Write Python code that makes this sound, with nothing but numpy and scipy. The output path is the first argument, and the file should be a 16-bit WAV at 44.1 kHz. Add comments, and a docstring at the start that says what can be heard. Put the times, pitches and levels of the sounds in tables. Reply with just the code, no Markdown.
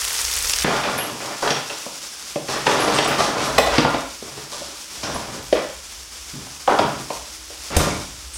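"""A hard-walled kitchen, one microphone feeding both channels. It starts close to tofu frying in oil,
where steam bubbles burst and spit, then the scene jumps to the far side of the room. From there the pan
is a soft hiss. Drawers roll, things are rummaged and set down on ringing wood, cutlery tinkles, and a
refrigerator door is opened and slammed, all echoed by the walls. The refrigerator hums throughout."""
import sys
import numpy as np
from scipy import signal
from scipy.fft import rfft, irfft, next_fast_len
from scipy.io import wavfile

SR = 44100
rng = np.random.default_rng(int(sys.argv[2]) if len(sys.argv) > 2 else 0)


def to_wav(s):
    """Save 16-bit WAV."""
    ch = np.atleast_2d(s).T  # columns
    pcm = np.round(np.clip(ch, -1, 1) * 32767)  # PCM
    wavfile.write(sys.argv[1], SR, pcm.astype(np.int16))


N = 369508
T = np.arange(N) / SR


def from_db(db):
    """Decibels as an amplitude gain."""
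    return 10 ** (np.asarray(db) / 20)


def rms_one(x):
    """Scaled to rms 1."""
    return x / np.sqrt(np.mean(x ** 2) + 1e-20)


def peak_one(x):
    """Scaled to peak 1."""
    return x / np.abs(x).max()


def in_time(points):
    """A curve of (time_s, value) read at every sample."""
    return np.interp(T, *np.transpose(points))


def at_hz(points, hz):
    """A curve of (frequency_hz, value) read on a log frequency axis."""
    points_hz, values = np.transpose(points)
    return np.interp(np.log(hz + 1), np.log(points_hz), values)


def equalise(x, spectrum):
    """Filter by a curve of (frequency_hz, gain_db)."""
    size = next_fast_len(N)
    gain = from_db(at_hz(spectrum, np.fft.rfftfreq(size, 1 / SR)))
    return irfft(rfft(x, size) * gain, size)[..., :N]


def colour(x, spectrum):
    """Dense sound shaped by a spectrum; rms 1."""
    return rms_one(equalise(x, spectrum))


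def drift(rate_hz):
    """A slow random wander; rms about 1."""
    step, settle = 40, 2000
    pole = np.exp(-2 * np.pi * rate_hz * step / SR)
    noise = rng.standard_normal(N // step + settle + 2)
    slow = signal.lfilter([1], [1, -2 * pole, pole * pole], noise)[settle:]
    return np.interp(np.arange(N) / step, np.arange(len(slow)), rms_one(slow))


def ring(x, hz, t60):
    """One mode: a unit click starts a dying sine of height 1."""
    r, w = from_db(-60 / (t60 * SR)), 2 * np.pi * hz / SR
    return signal.lfilter([0, np.sin(w)], [1, -2 * r * np.cos(w), r * r], x + 1e-18)


def band(x, low_hz, high_hz):
    """Band-pass."""
    return signal.sosfilt(signal.butter(2, [low_hz, high_hz], "band", fs=SR, output="sos"), x)


def noise_band(hz, width_hz):
    """Narrow noise, heard as a wavering tone or rumble; rms 1."""
    return rms_one(band(rng.standard_normal(N), hz - width_hz / 2, hz + width_hz / 2))


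def grains(per_s, spread_db):
    """Random clicks of uneven size; rms 1."""
    sizes = from_db(spread_db * np.minimum(rng.exponential(1, N), 5)) * rng.choice([-1, 1], N)
    return rms_one(sizes * (rng.random(N) < per_s / SR))


def burst(t60, size=4000, rise_s=0):
    """Noise that builds up briefly, then dies away."""
    t = T[:size]
    rise = np.minimum((t + 1 / SR) / (rise_s + 1 / SR), 1)
    return rng.standard_normal(size) * rise * from_db(-60 * np.maximum(t - rise_s, 0) / t60)


def add(out, s, sound):
    """Mix a short sound in at s seconds."""
    at = round(s * SR)
    out[at:at + len(sound)] += sound[:N - at]


# The refrigerator's low tone, heard from both positions; the peak near 3.7 s is a low thump that joins it:
# time_s, level_db
HUM_LEVEL = [(0, -54), (.7, -43), (1.1, -74), (2.2, -58), (3.4, -54), (3.7, -33), (4.4, -57.5),
             (5.6, -47.5), (6.6, -52.5), (8.38, -43.5)]


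def refrigerator_hum():
    """The compressor gives a wavering low tone and a faint buzz above it."""
    low = from_db(in_time(HUM_LEVEL)) * noise_band(59.3, width_hz=19)
    buzz = from_db(-63) * noise_band(320, width_hz=2.7)
    return low + buzz


# The pan from across the room, slowly calming: time_s, level_db
FAR_PAN_LEVEL = [(0.65, -33), (2.3, -34), (4.1, -36), (8.38, -36)]
# Its hiss and the room noise at that distance: frequency_hz, gain_db
FAR_PAN_SPECTRUM = [(53, -44), (90, -9.5), (266, -4.5), (330, -4.5), (783, -3.5), (1020, -1), (1320, 0),
                    (1820, -3), (2120, -1.5), (3890, 1), (5490, 4.5), (10700, 0), (15900, -7.5)]


def far_pan():
    """Distance blurs the sizzle into a softly flickering hiss over the room noise."""
    hiss = rng.standard_normal(N)
    crackle = grains(per_s=1200 * from_db(5.7 * drift(2.5)), spread_db=5.5)
    level_db = in_time(FAR_PAN_LEVEL) + 1.4 * drift(8.7)
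    return from_db(level_db) * colour(hiss + 0.33 * crackle, FAR_PAN_SPECTRUM)


# The decay between the hard walls, before it steepens: frequency_hz, initial_t60_s
KITCHEN_DECAY = [(100, 1), (260, 0.52), (700, 0.64), (1840, 1), (4850, 0.68), (12000, 0.38)]


def kitchen_reverb(x):
    """The walls return a dense tail, dying band by band, just after the direct sound."""
    t, white, tail = T[:SR], rng.standard_normal((2, SR)), 0
    for k, low_hz in enumerate(40 * 2. ** np.arange(0, 8.6, .5)):
        t60 = at_hz(KITCHEN_DECAY, low_hz)
        half_octave = band(white[k % 2], low_hz, np.sqrt(2) * low_hz)
        tail = tail + half_octave * from_db(-60 * t / t60) / np.sqrt(t60)
    tail *= np.clip((t - .004) / 0.0077, 0, 1)   # first reflections arrive after 4 ms
    tail *= from_db(-153 * t ** 2)   # the tail falls faster as it ages
    return from_db(-2) * signal.fftconvolve(x, tail / np.sqrt(np.sum(tail ** 2)))[:N]


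# Drawers rolling and things rummaged across the room:
# start_s, length_s, wood_db, fade_db_per_s, rumble_re_wood_db, rattle_re_wood_db, crinkle_re_wood_db
RUMMAGE_BOUTS = [(0.641, 0.17, -24, 15, -16, -8.5, -12.5), (0.831, 0.33, -28, 39, -8, -3.5, -11),
                 (1.2, 0.14, -36.5, -15, -15, -5.5, -24), (1.419, 0.16, -21.5, 57, -27, -6.5, -8),
                 (1.693, 0.036, -42, 13, -23, 4, 5.5), (2.48, 0.2, -30.5, 26, -10, -2, -7),
                 (2.657, 0.49, -25, -1.5, -11, -6, -6), (3.179, 0.19, -25, 17, -10.5, -11, -7.5),
                 (3.375, 0.23, -27, 29, -9, -5.5, -3.5), (3.658, 0.098, -26.5, -17, -31, -6.5, -5),
                 (3.767, 0.21, -27.5, 2, -21, -8.5, -35), (4.216, 0.24, -44, 19, -4, -5, -9),
                 (4.514, 0.23, -42.5, 40, -17, -18, 11), (4.902, 0.13, -56, -92, -2, -8, 7),
                 (5.028, 0.37, -32.5, 30, -4.5, -5, -6), (5.547, 0.072, -30, 90, -17, -0.5, -16),
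                 (6.331, 0.14, -53, 32, 12, 0, -1), (6.682, 0.055, -21, 1, -28, -16, -15),
                 (6.792, 0.23, -24.5, 85, -6, -10.5, -24), (7.701, 0.061, -38, -150, -8, -2, -5),
                 (7.79, 0.25, -27, 71, -1, -6.5, -1.5)]


def bout_gains():
    """Gains of wood, rumble, rattle and crinkle: each bout starts quickly, fades or swells, and stops."""
    attack_s, release_db_per_s = 0.0061, 302
    fade_share = np.array([[1], [0.67], [1], [1]])   # the rumble fades more slowly than the rest
    gains = np.zeros((4, N))
    for s, length_s, wood_db, fade_db_per_s, *re_wood_db in RUMMAGE_BOUTS:
        at = round(s * SR)
        age = T[:min(SR, N - at)]
        fade_db = fade_share * fade_db_per_s * np.minimum(age, length_s)
        release_db = release_db_per_s * np.maximum(age - length_s, 0)
        envelope = np.minimum(age / attack_s, 1) * from_db(wood_db - fade_db - release_db)
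        gains[:, at:at + SR] += envelope * from_db([0, *re_wood_db])[:, None]
    return gains


# Cabinet and shelf modes, also rung by the knocks: pitch_hz, relative_db, free_t60_s
WOOD_MODES = [(331, -4.5, 0.026), (456, -2, 0.038), (544, 3, 0.05), (574.6, 5, 0.043), (733, 6, 0.015),
              (877, 5.5, 0.024), (976, 5.5, 0.017), (1280, 3, 0.014), (1435, -3.5, 0.034),
              (1860, 1.5, 0.0028)]
# Loose things rattling: frequency_hz, gain_db
RATTLE_SPECTRUM = [(880, -60), (1500, 12), (1880, 9.5), (2270, 10), (3870, 5), (5410, 2), (9130, -34),
                   (10900, -48), (15900, -34)]
# The crisp crinkle among them: frequency_hz, gain_db
CRINKLE_SPECTRUM = [(2500, -6), (4000, 1.5), (5500, 1), (10700, -6.5), (15900, -21)]


def rummage():
    """Dense small contacts ring and rumble in the cabinet wood while loose things rattle and crinkle."""
    wood_gain, rumble_gain, rattle_gain, crinkle_gain = bout_gains()
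    contacts = grains(per_s=900 * from_db(5 * drift(22)), spread_db=1.5)
    wood = sum((-1) ** k * from_db(db) * ring(contacts, hz, 0.5 * t60)
               for k, (hz, db, t60) in enumerate(WOOD_MODES))
    rumble = rms_one(band(band(contacts, 66, 299), 72, 400))
    rumble += 0.73 * rms_one(band(ring(contacts, hz=145.6, t60=1.0), 91, 176))
    rattle = colour(grains(per_s=6000 * from_db(4.9 * drift(20)), spread_db=1.0), RATTLE_SPECTRUM)
    crinkle = colour(grains(per_s=2500 * from_db(6.5 * drift(5.4)), spread_db=2.5), CRINKLE_SPECTRUM)
    cabinet = wood_gain * rms_one(wood) + rumble_gain * rms_one(rumble)
    return cabinet + rattle_gain * rattle + crinkle_gain * crinkle


# Cutlery, glass and bright ticks across the room: start_s, peak_db, pitch_hz, t60_s, spread_ratio
TINKLES = [(0.977, -15, 11360, 0.18, 0.0093), (0.981, -24, 9800, 0.11, 0.046),
           (1.259, -25, 5500, .02, 0.055), (0.985, -16, 2200, 0.04, 0.13),
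           (1.005, -22.5, 2930, 0.12, 0.069), (1.503, -9, 4620, .02, .2), (1.697, -22, 2680, 0.03, 0.054),
           (2.027, -29, 6200, 0.025, 0.15), (2.799, -19.5, 11000, 0.16, 0.025),
           (2.829, -23, 10200, 0.12, 0.031), (2.90, -30, 13900, .08, .03), (2.946, -19, 8440, .05, 0.036),
           (3.045, -20, 8150, .06, 0.048), (3.075, -23, 10200, .08, 0.034), (3.075, -24, 14600, .12, .03),
           (3.581, -6.5, 9250, 0.0025, 0.39), (2.67, -21, 2260, 0.063, 0.107),
           (3.45, -25, 11300, .1, 0.027), (5.143, -21.5, 10700, 0.045, 0.06), (5.428, -33, 13400, .1, .015),
           (5.03, -23, 5590, 0.17, 0.07), (7.77, -26, 3660, 0.17, 0.039), (7.775, -27, 9600, 0.22, 0.055),
           (7.792, -30, 5870, 0.27, 0.073), (7.9, -27, 2240, 0.31, 0.031), (8.334, -24, 8650, 0.2, 0.067)]


def tinkles():
    """A light touch rings a cluster of close high modes that beat roughly."""
    out = np.zeros(N)
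    for s, db, hz, t60, spread in TINKLES:
        contact = burst(0.035 + 0.6 * t60, size=10000, rise_s=0.0023)   # longer ring, longer jostle
        pitches = hz * (1 + spread * np.clip(rng.normal(0, 1, 24), -2, 2))
        add(out, s, from_db(db) * peak_one(sum(ring(contact, pitch, t60) for pitch in pitches)))
    return out


# Knocks and set-downs on wood across the room:
# start_s, body_peak_db, rise_ms, centre_hz, fall_db_per_octave_squared, thud_re_body_db, crack_re_body_db
KNOCKS = [(0.644, -14.5, 0.85, 766, 12, 2, 2), (0.677, -12, 1.96, 500, 14, -7, -14),
          (0.755, -16, 2.8, 695, 15, -15, -17), (0.849, -14.5, 3, 713, 22, -24, -8),
          (0.983, -21, 8.9, 745, 25, -25, 2.5), (1.423, -12, 2.8, 835, 7, -36, -21),
          (1.474, -23, 3.3, 700, 11, -17, 9), (1.504, -17, 2.05, 545, 17, -2, 2),
          (1.696, -24, 5.2, 510, -2, -35, -4), (1.862, -24.5, 0.78, 494, 7, -8, -12),
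          (2.357, -16.5, 1.26, 448, 6, -5, -6.5), (2.484, -23.5, 2.5, 770, 15, -20, 0),
          (2.666, -5.5, 1.66, 597, 27, -25, -3), (2.874, -9, 5.2, 530, 17, -26, -7),
          (2.982, -10, 5, 600, 11, -24, 4), (3.202, -8, 3.5, 1000, 41, -22, -4.5),
          (3.364, -15.5, 6.8, 595, 18, -23, -13), (3.578, -1, 6.34, 616, 17, -14.5, -4),
          (3.669, -13.5, 2, 496, 17, -27, -7), (3.781, -11.5, 1.7, 600, 11, 5.5, 5),
          (3.845, -6.5, 3, 650, 5, -12, -13), (3.869, -27, 1.3, 500, 5, -9, -9),
          (3.938, -13, 7.1, 800, 9, -5.5, -7.5), (4.222, -26.5, 2.35, 527, 18, -5, -24),
          (4.373, -27, 3.1, 570, 8, -27, -5), (4.526, -30, 2.37, 877, 15, -31, -3),
          (4.608, -26.5, 2.87, 550, 21, -11, -10), (5.148, -16.5, 14.7, 900, 37, -11, -13),
          (5.526, -4, 0.65, 475, 25, -19.5, -8), (6.465, -33, 3.3, 850, 22, -22, -7),
          (6.673, -4.5, 4.5, 910, 7, -34, -13), (6.786, -3, 4.4, 820, 13.5, -23, -9.5),
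          (7.102, -16.5, 1.55, 500, 5, -17, -8), (7.5, -33, 2.25, 580, 35, -33, -22),
          (7.702, -31, 3, 947, 8, -13, -2), (7.764, -13.5, 1.63, 398, 5, -10, -2),
          (7.865, -15, 4.3, 595, 18, -4, -13)]


def knocks():
    """Each blow rings the wood modes near its centre most, with a dull thud below and a crack above."""
    out = np.zeros(N)
    held = .7   # share of the ring time left while the struck thing stays in contact
    for s, db, rise_ms, centre_hz, fall_db, thud_db, crack_db in KNOCKS:
        chatter = burst(t60=0.046, rise_s=rise_ms / 1000)
        blow = 16 * signal.unit_impulse(len(chatter), round(rise_ms * SR / 1000))
        contact = chatter + blow
        spot_db = rng.normal(0, 1.5, len(WOOD_MODES))   # no two spots ring alike
        detune = rng.normal(1, .03, len(WOOD_MODES))
        modes = 0
        for k, (hz, mode_db, t60) in enumerate(WOOD_MODES):
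            off_centre_db = max(fall_db, 0) * np.log2(hz / centre_hz) ** 2
            gain = (-1) ** k * from_db(mode_db + spot_db[k] - off_centre_db)
            modes = modes + gain * ring(contact, hz * detune[k], held * t60)
        body = peak_one(band(modes, 205, 2000))   # small things radiate no bass
        thud = peak_one(band(band(contact, 152, 313), 69, 420))
        crack = peak_one(band(band(chatter, 1160, 4600), 1020, 6000))
        add(out, s, from_db(db) * (body + from_db(thud_db) * thud + from_db(crack_db) * crack))
    return out


# The refrigerator door across the room, pulled open, then slammed: start_s, boom_peak_db, seal_peak_db
DOOR_MOVES = [(5.15, -27, -38), (7.766, -8, -3.5)]
# The door's low modes: pitch_hz, relative_db, t60_s
DOOR_MODES = [(40.3, -10.5, 1), (60.4, -7, 0.14), (80.4, 8, 0.15), (189, -6.5, 0.25), (291, -2.5, 0.1),
              (500, 0.5, 0.044)]


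def refrigerator_door():
    """The door booms in its low modes while the seal slaps and air hisses out past it."""
    out, blow = np.zeros(N), signal.unit_impulse(27000)
    boom = peak_one(sum(-from_db(db) * ring(blow, hz, t60) for hz, db, t60 in DOOR_MODES))
    for s, boom_db, seal_db in DOOR_MOVES:
        slap = band(band(burst(t60=0.029, rise_s=0.00117), 5300, 14500), 5300, 14500)
        hiss = band(band(burst(t60=0.79, size=27000), 4600, 10500), 4600, 10500)
        add(out, s, from_db(boom_db) * boom)
        add(out, s, from_db(seal_db) * peak_one(slap))
        add(out, s, from_db(seal_db - 17) * peak_one(hiss))
    return out


# The sizzle with the microphone close to the pan: frequency_hz, gain_db
CLOSE_PAN_SPECTRUM = [(88, -65), (150, -48), (222, -15), (285, -19), (334, -23), (447, -7.5), (565, -14.5),
                      (957, -10), (1100, -9), (3820, -6), (5320, -2.5), (10500, -2.5), (15900, -9)]
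# Oil spitting near the microphone: start_s, peak_db, pitch_hz
OIL_SPITS = [(0.043, -19, 4580), (0.163, -20, 7200), (0.311, -21, 5380), (0.496, -6, 6800),
             (0.506, -10, 5600), (0.535, -5, 5550), (0.564, -18, 4670), (0.5856, -7, 6300),
             (0.621, -15, 5430)]


def close_pan():
    """Thousands of steam bubbles burst in the oil and ring briefly; a few spit; the burner rumbles."""
    bubbles = grains(per_s=4000 * from_db(4.5 * drift(80)), spread_db=4.0)
    pitches, pitch_index = np.geomspace(1000, 14000, 12), rng.integers(0, 12, N)
    fizz = sum(rms_one(ring(bubbles * (pitch_index == k), hz, t60=7.5 / hz)) * np.sqrt(hz)
               for k, hz in enumerate(pitches))
    sizzle = colour(rms_one(fizz) + 1.04 * rng.standard_normal(N), CLOSE_PAN_SPECTRUM)
    burner = noise_band(50, width_hz=32)
    out = from_db(-22) * sizzle + from_db(-43) * burner
    for s, db, hz in OIL_SPITS:
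        spit = ring(burst(t60=0.018, rise_s=0.00091), hz, t60=4.1 / hz)
        add(out, s, from_db(db) * peak_one(band(spit, 800, 16000)))
    return out


def scene():
    """Close to the pan, then the kitchen from across the room."""
    jump_s, crossfade_s = .643, .002
    handling = rummage() + knocks() + tinkles() + refrigerator_door()
    room = handling + kitchen_reverb(handling) + far_pan()
    close = np.clip((jump_s - T) / crossfade_s, 0, 1)
    mono = close * close_pan() + (1 - close) * room + refrigerator_hum()
    return np.tile(mono, (2, 1))


# The microphone's response: frequency_hz, gain_db
MIC_RESPONSE = [(3600, 1.36), (4170, -1), (4450, 1), (5500, 1.5), (11200, -4.5), (11800, -7.5)]


def record(dry):
    """The microphone peaks near 5.5 kHz and dulls the top octave; peaks clip and the very top is cut."""
    clipped = np.clip(equalise(dry, MIC_RESPONSE), -1, 1)
    cutoff_hz = 15900
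    return signal.sosfilt(signal.ellip(12, .2, 70, cutoff_hz, fs=SR, output="sos"), clipped)


dry = scene()
out = record(dry)
to_wav(out)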